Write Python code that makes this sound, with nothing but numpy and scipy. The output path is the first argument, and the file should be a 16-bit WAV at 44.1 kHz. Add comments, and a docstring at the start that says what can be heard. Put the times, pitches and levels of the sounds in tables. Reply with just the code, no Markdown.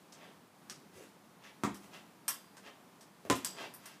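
"""Tetherball in a fenced back yard

A hand slaps the hollow ball twice, making it thump and ping. The rope's metal fitting clinks on
the pole and sets it ringing, and the rope whooshes once through the air. Shoes scuff and pad on
the ground over a faint outdoor hush. The fences and the house wall throw the sound back."""
import sys
import numpy as np
from scipy import signal
from scipy.fft import rfft, irfft, next_fast_len
from scipy.io import wavfile
from scipy.ndimage import uniform_filter1d

SR = 44100
rng = np.random.default_rng(int(sys.argv[2]) if len(sys.argv) > 2 else 0)


def log_audio(samples):
    """Write samples as a 16-bit WAV file to the path given in sys.argv[1]."""
    # one column per channel
    frames = np.atleast_2d(samples).T
    # limit to full scale, then quantise
    limited = np.clip(frames, -1, 1)
    pcm = np.round(limited * 32767).astype(np.int16)
    wavfile.write(sys.argv[1], SR, pcm)


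N = 176400
T = np.arange(N) / SR
AGE = T[:SR]  # seconds since a sound began

# Levels in the tables are relative. A fade time is how long a sound takes to drop by 60 dB.
# Tone curves of the hush, the fitting's chatter, a scuff, a step, the palm's push and the crack
# on the ball's skin. Each row: frequency in Hz, level in dB.
HUSH_TONE = [(25, -57), (50, -27), (100, -11), (190, 2), (450, -7.5), (1000, -7.5), (1600, -14),
             (3000, -19.5), (6000, -23.5), (11000, -25.5), (15500, -29.5)]
CLINK_TONE = [(200, -24), (700, -14.5), (1050, -3.5), (1750, -6), (2300, -10.5), (3100, -7.5), (4100, -10),
              (5300, -3), (7200, -8), (8600, -4), (10200, -8.5), (12000, -6.5), (15500, -21)]
SCUFF_TONE = [(80, -26), (220, -5.5), (600, -1.5), (1200, -2), (2000, -1.5), (3000, -0.5), (4000, -5.5),
              (5500, -7.5), (8000, -16), (15000, -26.5)]
STEP_TONE = [(40, -19), (100, -3.5), (220, 2), (450, -3), (900, -23.5), (2500, -30.5), (10000, -43)]
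SLAP_TONE = [(40, -21), (80, 20.5), (140, 15), (280, 21.5), (600, 9.5), (1100, 7.5), (2400, -6),
             (5000, -36), (16000, -102)]
CRACK_TONE = [(500, -43), (1800, -9), (3100, -3), (4300, -7.5), (7500, -4.5), (10000, -15), (15000, -22.5)]
# The notes of the fitting and of the pole. Each row: pitch in Hz, level in dB, fade time in seconds.
FITTING_NOTES = [(1720, -45, .04), (5480, -45, .05), (5650, -46, .09), (8450, -45, .05), (8885, -44, .07),
                 (9170, -43, .08), (11520, -50, .08), (12315, -49, .09)]
POLE_NOTES = [(1025, -61, .4), (2810, -63, .26), (4785, -57.5, 1.0), (4855, -52, .3), (4994, -55, .16),
              (7675, -52, .34), (7718, -47.5, .33), (8280, -51, .15), (11350, -57, .18)]
# The notes that ring after each slap, from the ball and the yard. Each row: pitch in Hz,
# level in dB, fade time in seconds.
SLAP_NOTES = [(80, -31, .18), (268, -33, .3), (357, -29.5, .09), (432, -32, .15), (475, -33, .17),
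              (547, -33, .15), (610, -34, .17), (701, -36, .16), (936, -39, .2), (1125, -34, .1),
              (1238, -36, .12), (1324, -34, .1), (1420, -33, .12), (1530, -36, .07), (1685, -38, .08),
              (1916, -37, .08), (2010, -35, .08), (3036, -40, .09)]
# How the hush swells and sinks. Each row: time in seconds, level in dB.
HUSH_SWELLS = [(0, -1), (.35, -0.5), (.5, -3), (.68, 0), (1.0, -1.5), (1.35, -1.5), (1.9, 1.5), (2.2, -1),
               (2.9, -.5), (3.15, -1.5), (3.5, 4.5), (4, -1.5)]
# The fitting hits the pole. Each row: start in seconds, level in dB, rattle time in seconds,
# then low knock, treble, fitting ring and pole ring, all in dB.
POLE_HITS = [(0.123, -17.5, 0.0066, -8.5, -15.5, -12, -12), (0.6978, -9, 0.0015, -3.5, -12, 4, -8),
             (1.744, -19, 0.0069, -4, -2.5, -15, -8), (2.2807, -0.5, 0.0055, 0.5, 3, 12.5, -4),
             (2.569, -21, .005, 5, -9, -15, -21), (3.009, -22.5, 0.0055, 0, -7.5, 5, -3),
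             (3.353, -14.5, 0.0072, -30, 2.5, -10, 2), (3.4472, -1.5, 0.00085, -5, -3, -14, 6.5),
             (3.739, -26, 0.0025, 4, 12, 11, -24), (3.8573, -17.5, 0.0028, 2.5, 0, 8, -14)]
# Shoes drag. Each row: peak, rise and fall times in seconds, then level, bass and grit in dB.
SHOE_DRAGS = [(.235, 0.067, 0.047, -54.5, 10, -5), (0.974, 0.035, 0.074, -59, 1, 12.5),
              (1.458, 0.022, 0.025, -52.5, -2.5, -1), (1.84, 0.017, 0.0098, -58.5, 2, 11.5),
              (1.952, 0.021, 0.02, -48.5, 3.5, 1.5), (2.671, 0.019, 0.008, -46, 7, -2.5),
              (3.618, 0.038, 0.029, -42.5, 9, -1.5), (3.86, 0.045, 0.069, -58.5, -3, 6)]
# Feet land. Each row: start in seconds, level in dB, settling time in seconds, brightness in dB.
FOOTFALLS = [(0.711, -6, 0.02, -11), (0.815, -7, 0.21, -13), (0.941, -7, .035, -18),
             (1.222, -15, 0.0093, -20), (1.888, -18, 0.069, -2), (3.2517, -5.5, 0.0025, 13)]
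# The hand hits the ball. Each row: start in seconds, level and slap notes' level in dB, muffling in
# dB per second per kHz, ping in Hz and dB, thump in Hz and dB, the thump's fade time in seconds,
# clap in Hz and dB, crack in dB, echo of the slap and crack in dB.
HAND_HITS = [(1.6358, -7.5, -6, 750, 956, -24, 200, -33, 0.49, 1310, 6.5, 0, -0.5),
             (3.2997, -3.5, 0, 0, 1025, -17, 283, -24, 0.16, 1800, 4.5, 7.5, -2.5)]
# Echoes off the ground, fences and wall. Each row: delay in seconds, level in dB.
YARD_ECHOES = [(.0034, -17), (.0088, -5), (0.014, -10.5), (0.019, -9.5), (.0245, -8), (.0605, -17.5)]
# Sound scattered round the yard. Each row: frequency in Hz, level in dB, fade time in seconds.
YARD_SCATTER = [(100, -2, 0.15), (302, 4.5, 0.32), (970, 5.5, 0.18), (3160, 4, 0.36), (8200, 0, 0.24),
                (16000, 8, 0.17)]


def from_db(db):
    """Turn decibels into a number to multiply by."""
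    return 10 ** (np.asarray(db) / 20)


def unit(x):
    """Scale a sound to an energy of one."""
    return x / np.sqrt(np.sum(x ** 2) + 1e-20)


def at_hz(table, hz, column=1):
    """Read between a table's rows, with octaves evenly spaced."""
    rows = np.array(table)
    return np.interp(np.log(hz + 1), np.log(rows[:, 0]), rows[:, column])


def colour(x, *curves):
    """Filter a sound with the sum of the given tone curves."""
    n = next_fast_len(len(x)) * 2
    hz = np.arange(n // 2 + 1) * SR / n
    cepstrum = irfft(np.log(from_db(sum(at_hz(curve, hz) for curve in curves))))
    # Folding this in half keeps the filter from ringing before the sound starts.
    cepstrum[1:n // 2] *= 2
    cepstrum[n // 2 + 1:] = 0
    return irfft(rfft(x, n) * np.exp(rfft(cepstrum)))[:len(x)]


def add(out, start, x):
    """Mix a sound in at its start time in seconds."""
    i = int(np.clip(start * SR, 0, N - 1))
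    out[i:i + len(x)] += x[:N - i]


def contact(settle_s, first):
    """Two things meet: a first touch, then a dying run of smaller ones, evened out in tone."""
    touches = unit(rng.standard_normal(SR) * (rng.random(SR) < .25) * np.exp(-AGE / settle_s))
    touches[0] += first
    power = uniform_filter1d(np.abs(rfft(touches)) ** 2, size=300)
    flatten = np.c_[1 + np.arange(len(power)), -10 * np.log10(power)]
    return unit(colour(touches, flatten))


def ring(notes, spread_db=0):
    """Notes ring as fading sine waves; spread_db varies their strengths by chance."""
    extra_db = spread_db * rng.standard_normal(len(notes))
    phases = rng.random(len(notes))
    return sum(from_db(db + extra - 60 * AGE / fade_s) * np.sin(2 * np.pi * (hz * AGE + phase))
               for (hz, db, fade_s), extra, phase in zip(notes, extra_db, phases))


def outdoor_hush(level_db=-59.5):
    """Distant traffic and leaves blur into noise that gently swells and sinks."""
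    swell_db = np.interp(T, *np.transpose(HUSH_SWELLS))
    noise = unit(colour(rng.standard_normal(N), HUSH_TONE)) * np.sqrt(N)
    return from_db(level_db + swell_db) * noise


def clinks():
    """The metal fitting chatters against the pole for a moment, and both ring."""
    out = np.zeros(N)
    for start, db, rattle_s, knock_db, treble_db, fitting_db, pole_db in POLE_HITS:
        chatter = yard(colour(contact(rattle_s, first=0.3), CLINK_TONE), echo_db=-1)
        fitting = from_db(fitting_db) * ring(FITTING_NOTES, spread_db=2.5)
        pole = from_db(pole_db) * ring(POLE_NOTES)
        build = 1 - np.exp(-AGE / rattle_s)
        clink = chatter + from_db(pole_db) * pole_zing() + (fitting + pole) * build
        tilt = [(1700, knock_db), (4500, 0), (6500, 0), (12000, treble_db)]
        add(out, start, from_db(db) * colour(clink, tilt))
    return out


def pole_zing(start_hz=9030, fall_hz_per_s=270000, peak_s=0.0022):
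    """High bending waves run along the pole fastest and arrive first, so a tiny chirp falls."""
    swell = AGE / peak_s * np.exp(1 - AGE / peak_s)
    return from_db(-34) * swell * np.sin(2 * np.pi * (start_hz - fall_hz_per_s * AGE / 2) * AGE)


def scuffs(grains_per_s=1700, spread_db=7):
    """Soles drag over grit: a crowd of tiny clicks swells and fades."""
    out = np.zeros(N)
    for peak, rise_s, fall_s, db, bass_db, grit_db in SHOE_DRAGS:
        clicks = (rng.random(N) < grains_per_s / SR) * rng.choice([-1, 1], N)
        grains = clicks * from_db(spread_db * rng.standard_normal(N))
        tilt = [(500, bass_db), (2000, 0), (3500, 0), (9000, grit_db)]
        rub = unit(colour(grains, SCUFF_TONE, tilt)) * np.sqrt(N)
        width_s = np.where(T < peak, rise_s, fall_s)
        swell = np.exp(-.5 * np.abs((T - peak) / width_s) ** 2.06)  # a power near 2 rounds the top
        out += from_db(db - 6.5) * rub * swell
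    return out


def footsteps():
    """Shoes land on packed earth with dull pads."""
    out = np.zeros(N)
    for start, db, settle_s, bright_db in FOOTFALLS:
        pad = colour(contact(settle_s, first=0.8), STEP_TONE, [(250, 0), (600, bright_db)])
        add(out, start, from_db(db - 4.5) * pad)
    return out


def rope_whoosh(peak_s=.988, width_s=0.025, hz=445, rise_hz_per_s=900, wobble_hz=95):
    """The rope sheds a soft band of noise that rises in pitch as it speeds up."""
    wobble = signal.sosfilt(signal.butter(2, wobble_hz, fs=SR, output="sos"), rng.standard_normal((2, N)))
    phase = 2 * np.pi * np.cumsum(hz + rise_hz_per_s * (T - peak_s)) / SR
    rush = wobble[0] * np.cos(phase) + wobble[1] * np.sin(phase)
    swell = np.exp(-.5 * ((T - peak_s) / width_s) ** 2)
    return from_db(-57.5) * unit(rush * swell) * np.sqrt(width_s * SR)


def ball_slaps(ping_fade_s=0.11, build_s=0.0049, clap_ratio=1.76):
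    """The palm pushes and cracks on the skin; the ball thumps and the air inside it pings."""
    out = np.zeros(N)
    for (start, db, notes_db, muffle, ping_hz, ping_db, thump_hz, thump_db, thump_fade_s,
         clap_hz, clap_db, crack_db, echo_db) in HAND_HITS:
        # Air squeezed from under the palm boosts one band: the clap.
        clap = [(clap_hz / clap_ratio, 0), (clap_hz, clap_db), (clap_hz * clap_ratio, 0)]
        slap = colour(contact(0.002, first=1), SLAP_TONE, clap)
        crack = from_db(crack_db) * colour(contact(0.0013, first=0.19), CRACK_TONE)
        # When the hand stays on the ball, the slap's notes fade sooner, the high ones most.
        notes = [(hz, level, 60 / (60 / fade_s + muffle * hz / 1000))
                 for hz, level, fade_s in SLAP_NOTES]
        tones = ring([(thump_hz, thump_db, thump_fade_s), (ping_hz, ping_db, ping_fade_s)])
        tones += from_db(notes_db) * ring(notes)
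        tones *= 1 - np.exp(-AGE / build_s)  # the ringing swells as the palm lets go
        add(out, start, -from_db(db) * (yard(slap + crack, echo_db) + yard(tones, echo_db=-13)))
    return out


def yard(x, echo_db=0, slat_feedback=.6, far_fade_s=0.59, build_s=0.0011):
    """The yard adds a few echoes, scattered sound that is new each time, and a faint far tail."""
    response = np.zeros(SR)
    for delay, db in YARD_ECHOES:
        response[int(delay * SR)] += from_db(db)
    for lag in (13, 31, 53):  # fence slats smear each echo; lags are in samples
        allpass = np.r_[slat_feedback, np.zeros(lag - 1), 1]
        response = signal.lfilter(allpass, allpass[::-1], response + 1e-18)
    edges_hz = np.geomspace(50, 18000, 9)
    far = unit(from_db(-60 * AGE / far_fade_s)) * from_db(-16)
    for low, high in zip(edges_hz, edges_hz[1:]):
        hz = np.sqrt(low * high)
        band = signal.butter(2, [low, high], "band", fs=SR, output="sos")
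        noise = signal.sosfilt(band, rng.standard_normal(SR))
        fade_s = at_hz(YARD_SCATTER, hz, column=2)
        near = unit(from_db(-60 * AGE / fade_s) * (1 - np.exp(-AGE / build_s)))
        gain = from_db(at_hz(YARD_SCATTER, hz)) * np.sqrt(2 * (high - low) / SR)
        response += gain * unit(noise * np.hypot(near, far))
    return x + from_db(echo_db) * signal.fftconvolve(x, response)[:len(x)]


def scene():
    """The game in the yard, over the hush, in one channel."""
    game = ball_slaps() + clinks() + yard(scuffs() + footsteps() + rope_whoosh())
    return (game + outdoor_hush())[None]


def record(dry, low_hz=66, high_hz=15400):
    """The microphone loses the deep bass and the highest treble."""
    thin = signal.sosfilt(signal.butter(8, low_hz, "high", fs=SR, output="sos"), dry)
    return signal.sosfilt(signal.ellip(10, .2, 70, high_hz, fs=SR, output="sos"), thin)


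dry = scene()
out = record(dry)
log_audio(out)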